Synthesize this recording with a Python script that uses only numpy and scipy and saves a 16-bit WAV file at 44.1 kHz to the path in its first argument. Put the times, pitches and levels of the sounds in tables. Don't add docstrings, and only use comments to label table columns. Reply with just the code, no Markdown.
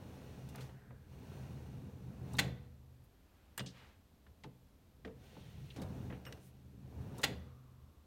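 import sys
import numpy as np
from scipy import signal
from scipy.fft import rfft, irfft, next_fast_len
from scipy.io import wavfile
from scipy.ndimage import uniform_filter1d

SR = 44100
rng = np.random.default_rng(int(sys.argv[2]) if len(sys.argv) > 2 else 0)


def waveform_to_disk(signal):
    frames = np.transpose(np.atleast_2d(signal))
    scaled = np.clip(frames, -1, 1) * 32767
    samples = np.round(scaled).astype(np.int16)
    wavfile.write(sys.argv[1], SR, samples)


N = 355446
TIME = np.arange(N) / SR

# pitch_hz, level_db, t60_s
STEEL_MODES = [(798, -9.5, 0.088), (894, -13, 0.097), (979, -18, 0.076), (1103, -11, 0.076),
               (1370, -18, 0.14), (1514, -7.5, .05), (1583, 0.5, 0.05), (1796, -6.5, 0.038),
               (1970, 0, 0.062), (2067, -6, 0.07), (2375, -2, 0.0503), (2364, 0, 0.038), (2660, -8, 0.09),
               (2780, -4, 0.059), (3180, -12, 0.043), (3240, -9, 0.054), (3404, -3, 0.05),
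               (3507, -1.5, .06), (3880, -4.5, 0.038), (4115, 3.5, 0.043), (4220, -11, 0.044),
               (4840, -9, 0.041), (4730, -11, 0.018), (5100, -21.5, .035), (5600, -17, 0.058),
               (6560, -3, 0.029), (8300, -18.5, 0.044), (11400, -17, 0.032), (11300, -21.5, .035)]
CABINET_MODES = [(74.87, -11.5, 1.1), (100.2, -8, 0.37), (128.1, 0, 0.55), (140.3, -7.5, 0.43),
                 (180.7, -3.5, .55), (193.8, -4.5, 0.38), (216.8, -9, 0.21), (265, -8, 0.25),
                 (306.4, -7.5, 0.28), (345, -22.5, 0.17), (407, -7.5, .3), (430, -6, 0.21),
                 (486, -10.5, 0.91), (516, -5.5, 0.23), (623, -16.5, 0.252), (750, -11, .2)]
# start_s, metal_db, thump_db, hum_length_s
CLUNKS = [(2.3855, -25.5, -38.5, 0.68), (7.2329, -26, -41.5, 0.684)]
# frequency_hz, level_db
CLUNK_SPECTRUM = [(150, -13.5), (450, -11.5), (850, -7), (1250, -15), (1700, -1.5), (2500, -2),
                  (4300, -5.5), (5200, -14), (7000, -11), (9500, -20.5), (12000, -21.5), (16000, -30)]


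def amp(db):
    return 10 ** (np.asarray(db) / 20)


def unit(x):
    return x / np.sqrt(np.mean(x ** 2) + 1e-30)


def read(points, hz):
    points_hz, values = np.transpose(points)
    return np.interp(np.log(hz + 1), np.log(points_hz + 1), values)


def pitches(modes):
    return np.array(modes)[:, 0]


def add(mix, start_s, sound):
    part = mix[max(round(start_s * SR), 0):][:len(sound)]
    part += sound[:len(part)]


def colour(x, spectrum):
    size = next_fast_len(len(x))
    gain = amp(read(spectrum, np.fft.rfftfreq(size, 1 / SR)))
    return irfft(rfft(x, size) * gain, size)[:len(x)]


def decay(t, t60):
    return np.exp(-np.log(1000) * t / np.maximum(t60, 1e-3))


def dense_modes(db_at, t60, size):
    hz = np.fft.rfftfreq(size, 1 / SR)
    fade = decay(TIME[:size], t60)
    modes = irfft(amp(db_at(hz)) * np.exp(2j * np.pi * rng.random(len(hz))), size)
    return unit(modes * fade) * np.sqrt(np.mean(fade ** 2))


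def ringing(modes, size, swell_cycles=0.092):
    t = TIME[:size]
    rows = []
    for k, (hz, db, t60) in enumerate(modes):
        swell = 1 - np.exp(-t * hz / swell_cycles)
        rows.append((-1) ** k * amp(db) * decay(t, t60) * swell * np.sin(2 * np.pi * hz * t))
    return np.array(rows)


def grains(per_s, spread_db):
    at = np.flatnonzero(rng.random(N) < per_s / SR)
    sign = np.sign(rng.random(N)[at] - .5)
    out = np.zeros(N)
    out[at] = sign * amp(spread_db * np.minimum(rng.exponential(1, N)[at], 4))
    return unit(out)


def rolling(steel, wood, rumble_db=-2, ring_db=-7, frame_db=-17.5, fade_s=0.15):
    # time_s, shake_db, grind_db, hiss_db
    first_pull = [(0, -50, -60, -70), (.15, -51.5, -60.5, -68), (.52, -51, -63.5, -69), (.6, -53, -56, -64),
                  (.83, -61.5, -74, -85), (.93, -54, -72, -99), (.98, -65, -84, -91)]
    first_push = [(1.02, -69, -83.5, -87), (1.12, -54, -67.5, -73.5), (1.35, -50.5, -58.5, -66.5),
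                  (1.72, -48.5, -63.5, -71.5), (2.0, -50.5, -66.5, -75.5), (2.22, -45.5, -62, -73.5),
                  (2.34, -41.5, -57.5, -65)]
    second_pull = [(5.14, -58.5, -85, -86), (5.24, -61, -68.5, -69.5), (5.62, -54, -69.5, -70.5),
                   (5.74, -60.5, -71, -67.5), (5.81, -45, -56, -69), (6.04, -42, -60, -69),
                   (6.25, -57, -66, -75.5), (6.33, -56, -59.5, -71), (6.469, -64, -77, -78)]
    second_push = [(6.64, -58.5, -84, -94), (6.87, -54, -69.5, -78.5), (7.02, -46, -59, -72),
                   (7.13, -44, -60, -72), (7.19, -52.5, -56.5, -64)]
    # frequency_hz, level_db
    rumble_spectrum = [(25, -34.5), (45, -19), (60, -6), (72, 3.5), (90, -0.5), (110, -2.5), (130, 6),
                       (160, -7), (190, -3), (225, -4.5), (300, -13), (450, -23), (900, -59)]
    ball_spectrum = [(150, -20), (300, -1.5), (450, 3), (600, -3), (850, -4), (1200, -12.5), (1700, -15),
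                     (3000, -36.5)]
    track_spectrum = [(760, -30.5), (1300, -4), (1840, -2.5), (2770, 1), (3110, -4.5), (4040, -4),
                      (4990, -10), (5960, -5.5), (7590, -14), (8980, -10.5), (10500, -16.5), (14400, -14),
                      (16000, -13.5)]
    shake, grind, hiss = np.zeros((3, N))
    for stroke in (first_pull, first_push, second_pull, second_push):
        times, *levels_db = np.transpose(stroke)
        outside_s = np.abs(TIME - np.clip(TIME, times[0], times[-1]))
        for envelope, db in zip((shake, grind, hiss), levels_db):
            envelope += amp(np.interp(TIME, times, db)) * np.exp(-outside_s / fade_s)
    rumble = unit(colour(grains(per_s=1500, spread_db=1.5), rumble_spectrum))
    response = amp(read(rumble_spectrum, pitches(CABINET_MODES)) / 2) @ wood
    jolts = shake * grains(per_s=1500, spread_db=1.5)
    ring = signal.oaconvolve(jolts, response / np.linalg.norm(response))[:N]
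    balls = unit(colour(grains(per_s=3000, spread_db=2.2), ball_spectrum))
    specks = grains(per_s=9000, spread_db=1.5)
    frame = amp(frame_db) * unit(signal.oaconvolve(specks, steel.sum(0))[:N])
    track = unit(colour(specks + frame, track_spectrum))
    return amp(rumble_db) * shake * rumble + amp(ring_db) * ring + grind * balls + hiss * track


def rubbing(drone_from_hz=141, drone_to_hz=129.25, drone_width_hz=35):
    # start_s, peak_s, end_s, level_db
    drones = [(.3, .492, 0.95, -54.5), (1.1, 1.65, 1.97, -50.5), (5.3, 5.57, 5.78, -50.5)]
    # start_s, peak_s, end_s, level_db, from_hz, to_hz, width_hz
    rubs = [(.648, .78, 1.23, -72, 1724, 1394, 640), (3, 3.386, 4.4, -76, 697, 1601, 3600),
            (3.715, 3.775, 4.0, -62, 2106, 1398, 3730), (5.151, 5.374, 5.8, -70.5, 3360, 3170, 2000),
            (6.381, 6.465, 6.52, -69, 7970, 12500, 9150), (7.353, 7.455, 8.3, -74.5, 1211, 1016, 380)]
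    glides = [(*row, drone_from_hz, drone_to_hz, drone_width_hz) for row in drones] + rubs
    out = np.zeros(N)
    for start, peak, end, db, from_hz, to_hz, width_hz in glides:
        t = np.arange(start, end, 1 / SR)[:SR]
        pole = np.exp(-np.pi * width_hz / SR)
        noise = rng.standard_normal(SR) + 1j * rng.standard_normal(SR)
        narrow = signal.lfilter([1], [1, -2 * pole, pole * pole], noise)[:len(t)]
        carrier = np.exp(2j * np.pi * np.cumsum(np.linspace(from_hz, to_hz, len(t))) / SR)
        swell = np.interp(t, [start, peak, end], [0, 1, 0])
        add(out, start, amp(db) * swell * unit((narrow * carrier).real))
    return out


def band(centre_hz, octaves):
    return lambda hz: -4.5 * (np.log2((hz + 1) / centre_hz) / octaves) ** 2


def thump(wood, cut_hz, t60, rise_s, ring_db):
    # frequency_hz, level_db
    panels = [(20, -47.5), (35, -30), (65, -4), (130, -1.5), (250, 0.5), (350, -8), (520, -6), (900, -10.5),
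              (2000, -14), (5000, -62)]
    softness_db = lambda hz: -10 * np.log10(1 + (hz / cut_hz) ** 4)
    out = amp(ring_db) * (amp(softness_db(pitches(CABINET_MODES))) @ wood)
    add(out, 0, dense_modes(lambda hz: read(panels, hz) + softness_db(hz), t60, size=16384))
    return out * (1 - np.exp(-TIME[:len(out)] / rise_s))


def clink(steel, reach, t60, ring_db=-14, rise_s=0.0006):
    ring = amp(ring_db) * (amp(reach(pitches(STEEL_MODES))) @ steel)
    crack = dense_modes(reach, t60, size=len(ring))
    return (crack + ring) * (1 - np.exp(-TIME[:len(ring)] / rise_s))


def knock(steel, wood, metal_db, reach, t60, thump_db, cut_hz):
    out = amp(thump_db) * thump(wood, cut_hz, t60=0.18, rise_s=0.003, ring_db=-6.5)
    add(out, 0, amp(metal_db) * clink(steel, reach, t60))
    return out


def loose(modes, depth=0.43, size=16384):
    rows = ringing(modes, size)
    for mode in rows:
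        mode *= 1 + depth * unit(uniform_filter1d(rng.standard_normal(size), size=128))
    return rows


def rail_knocks(steel, wood):
    # start_s, metal_db, centre_hz, width_octaves, t60_s, thump_db
    bumps = [(.4884, -58.5, 5950, 1.2, .08, -75), (.906, -59, 1170, 0.66, 0.056, -57),
             (5.703, -51, 3070, 0.35, 0.059, -65), (5.761, -56.5, 2200, 1.4, 0.15, -47.5),
             (5.779, -58, 850, 1.1, .11, -41.5), (5.8171, -51.5, 2500, 1.8, 0.069, -43),
             (5.833, -56, 1500, 0.9, .03, -45), (6.1011, -52, 1550, 0.67, 0.078, -48.5),
             (6.124, -55, 1780, 0.66, 0.15, -46.5)]
    # start_s, metal_db, centre_hz, width_octaves, t60_s, thump_db, wires_db
    stops = [(.548, -53, 1170, .85, 0.072, -60, -80), (0.5576, -48, 7000, 1.2, 0.021, -70, -72),
             (.578, -53.5, 1400, .82, .12, -52, -72), (0.6068, -56, 2000, 1.5, 0.21, -63, -68),
             (.69, -62, 1000, 0.96, .1, -59, -78), (6.2515, -52, 2202, 1.1, .039, -60, -61),
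             (6.265, -52, 1540, 0.57, 0.15, -53.5, -53.5), (6.3244, -45, 1960, 1.18, 0.024, -57, -64),
             (6.373, -64, 2000, 1, 0.037, -59.5, -82)]
    # pitch_hz, level_db, t60_s
    wire_modes = [(2810, -2, .1), (2950, -3, .09), (5450, -6, .12), (8500, -13, .16), (11800, -11, .14),
                  (12050, -10, .16), (15300, -14, .12)]
    out = np.zeros(N)
    for start, metal_db, hz, octaves, t60, thump_db in bumps:
        add(out, start, knock(steel, wood, metal_db, band(hz, octaves), t60, thump_db, cut_hz=620))
    for start, metal_db, hz, octaves, t60, thump_db, wires_db in stops:
        add(out, start, knock(steel, wood, metal_db, band(hz, octaves), t60, thump_db, cut_hz=700))
        add(out, start, amp(wires_db) * loose(wire_modes).sum(0))
    return out


def catch(steel, wood, pick_up_t60_s=0.06):
    # start_s, level_db
    trips = [(2.352, -49), (5.797, -56), (5.833, -56), (7.195, -53)]
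    # lead_s, metal_db, centre_hz, width_octaves, thump_db, cut_hz
    pick_ups = [(.052, -53.5, 7900, .7, -49.5, 250), (0.044, -50.5, 990, .32, -49, 900),
                (.0175, -53.5, 7000, .9, -56, 250)]
    # start_s, metal_db,
    # centre_hz, width_octaves, t60_s, thump_db, cut_hz
    clicks = [(3.04, -69, 13000, .4, .05, -78, 300), (3.577, -40, 9500, 1.3, 0.042, -56, 300),
              (3.578, -43, 1460, 0.82, .058, -52.5, 1200), (3.594, -40.5, 3100, 0.69, .06, -45.5, 900),
              (3.602, -45.5, 1400, 1.26, 0.056, -43, 300), (3.661, -50.5, 4200, .58, .16, -48.5, 302)]
    # pitch_hz, level_db, t60_s
    trigger_modes = [(3720, -0.5, .032), (3990, -7.5, .025)]
    catch_modes = [(1683, 2.5, 0.042), (1950, 0, 0.032), (2850, -6, 0.1), (3330, -6, 0.069),
                   (7250, -8, .06), (8540, -2.5, 0.054), (11900, -4, .037), (15000, -8, 0.036)]
    out = np.zeros(N)
    for start, db in trips:
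        add(out, start, amp(db) * loose(trigger_modes).sum(0))
    for clunk_s, *_ in CLUNKS:
        for lead_s, metal_db, hz, octaves, thump_db, cut_hz in pick_ups:
            contact = knock(steel, wood, metal_db, band(hz, octaves), pick_up_t60_s, thump_db, cut_hz)
            add(out, clunk_s - lead_s, contact)
    for start, metal_db, hz, octaves, t60, thump_db, cut_hz in clicks:
        reach = band(hz, octaves)
        add(out, start, knock(steel, wood, metal_db, reach, t60, thump_db, cut_hz))
        add(out, start, amp(metal_db + reach(pitches(catch_modes))) @ loose(catch_modes))
    return out


def crash(steel, ring_delay_s=0.004, ring_db=-2, build_s=0.0042):
    # delay_s, level_db, treble_tilt_db_per_octave
    contacts = [(0, -7.5, -1.5), (.002, -7.5, 2.5), (.0045, 1, -4), (.008, -5, 6.5), (0.011, -3.5, 2)]
    out = np.zeros(SR // 2)
    for delay_s, db, tilt in contacts:
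        spectrum = lambda hz: read(CLUNK_SPECTRUM, hz) + tilt * np.log2(np.maximum(hz, 2500) / 2500)
        add(out, delay_s, amp(db) * dense_modes(spectrum, t60=0.035, size=4096))
    build = 1 - np.exp(-TIME[:steel.shape[1]] / build_s)
    add(out, ring_delay_s, amp(ring_db) * steel.sum(0) * build)
    return out


def clunks(steel, wood, shudder_s=0.05, shudder_db=-4, clatter_s=0.02, clatter_db=-18):
    out = np.zeros(N)
    wires = lambda hz: read(CLUNK_SPECTRUM, hz) - 3 * np.log2(np.maximum(hz, 3000) / 3000)
    for start, metal_db, thump_db, _ in CLUNKS:
        add(out, start, amp(metal_db) * crash(steel))
        clatter = dense_modes(wires, t60=0.22, size=16384)
        add(out, start + clatter_s, amp(metal_db + clatter_db) * clatter)
        add(out, start, amp(thump_db) * thump(wood, cut_hz=700, t60=0.44, rise_s=0.0026, ring_db=-7.5))
        shudder = thump(wood, cut_hz=510, t60=0.3, rise_s=0.006, ring_db=1.5)
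        add(out, start + shudder_s, amp(thump_db + shudder_db) * shudder)
    return out


def damper_creep(glide_db=-50, glide_t60_s=0.76, creep_db=-61, rise_s=0.14, stop_s=0.03):
    # pitch_hz, width_hz, level_db
    resonances = [(74.7, 8, 0), (127, 3.78, 0), (225, 14, -10)]
    hum, level = np.zeros((2, N))
    for hz, width_hz, db in resonances:
        drift = np.cumsum(rng.standard_normal(N)) * np.sqrt(2 * np.pi * width_hz / SR)
        hum += amp(db) * np.sin(2 * np.pi * hz * TIME + uniform_filter1d(drift, size=1024))
    for start, _, _, hum_length_s in CLUNKS:
        t = TIME[TIME < hum_length_s]
        braking = amp(creep_db) + amp(glide_db) * decay(np.maximum(t - rise_s, 0), glide_t60_s)
        fades = np.minimum(t / rise_s, 1) ** 2 * np.minimum((hum_length_s - t) / stop_s, 1)
        add(level, start, braking * fades)
    return level * unit(hum)


def finger_taps(steel, wood, t60_s=0.061):
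    # start_s, metal_db, centre_hz, thump_db, plate_db
    taps = [(4.2644, -62.5, 1350, -65, -61), (4.4362, -52, 2540, -51, -62), (4.443, -55, 850, -48, -49.5),
            (5.0485, -51, 1710, -45, -45.5), (5.051, -58, 480, -51, -46), (5.075, -57, 1310, -48.5, -63),
            (5.367, -63, 1000, -50.5, -57)]
    # pitch_hz, level_db, t60_s
    plate_modes = [(447.5, -2, 0.45), (501, -7, 0.43), (876, 0.5, 0.086), (1560, -8.5, .055),
                   (1870, -3, 0.051), (2210, -10, .05)]
    out = np.zeros(N)
    for start, metal_db, hz, thump_db, plate_db in taps:
        reach = band(hz, octaves=0.89)
        add(out, start, knock(steel, wood, metal_db, reach, t60_s, thump_db, cut_hz=480))
        modes_db = plate_db + band(hz, octaves=0.42)(pitches(plate_modes))
        add(out, start, amp(modes_db) @ loose(plate_modes))
    return out


def kitchen(basket, tail_db=-18, rise_s=0.005, tone_db=-64):
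    # frequency_hz, t60_s
    decay_times = [(100, 0.63), (500, 0.76), (2000, 0.52), (4000, 0.48), (8000, 0.27), (16000, 0.4)]
    # frequency_hz, level_db
    tone_spectrum = [(22, -18.5), (45, -4.5), (75, 1.5), (120, -11), (270, -13.5), (350, -19), (470, -20.5),
                     (1000, -27.5), (2000, -34), (3800, -35), (5300, -38.5), (10500, -42.5), (12500, -37),
                     (16000, -45)]
    room_tone = unit(colour(rng.standard_normal(N), tone_spectrum))
    hz, t, noise = signal.stft(rng.standard_normal(SR // 2), SR, nperseg=256)
    _, tail = signal.istft(noise * decay(t, read(decay_times, hz)[:, None]), SR, nperseg=256)
    tail *= 1 - np.exp(-(TIME[:len(tail)] / rise_s) ** 2)
    reverb = signal.oaconvolve(basket, tail / np.linalg.norm(tail))[:N]
    return basket + amp(tail_db) * reverb + amp(tone_db) * room_tone


def scene():
    steel = ringing(STEEL_MODES, size=8192)
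    wood = ringing(CABINET_MODES, size=SR, swell_cycles=0.72)
    blows = clunks(steel, wood) + catch(steel, wood) + finger_taps(steel, wood) + rail_knocks(steel, wood)
    basket = blows + rolling(steel, wood) + damper_creep() + rubbing()
    return kitchen(basket)[None]


def record(dry, edge_hz=16050):
    lowpass = signal.firwin(511, edge_hz, window=("kaiser", 9), fs=SR)
    return signal.oaconvolve(dry, lowpass[None], "same")


dry = scene()
out = record(dry)
waveform_to_disk(out)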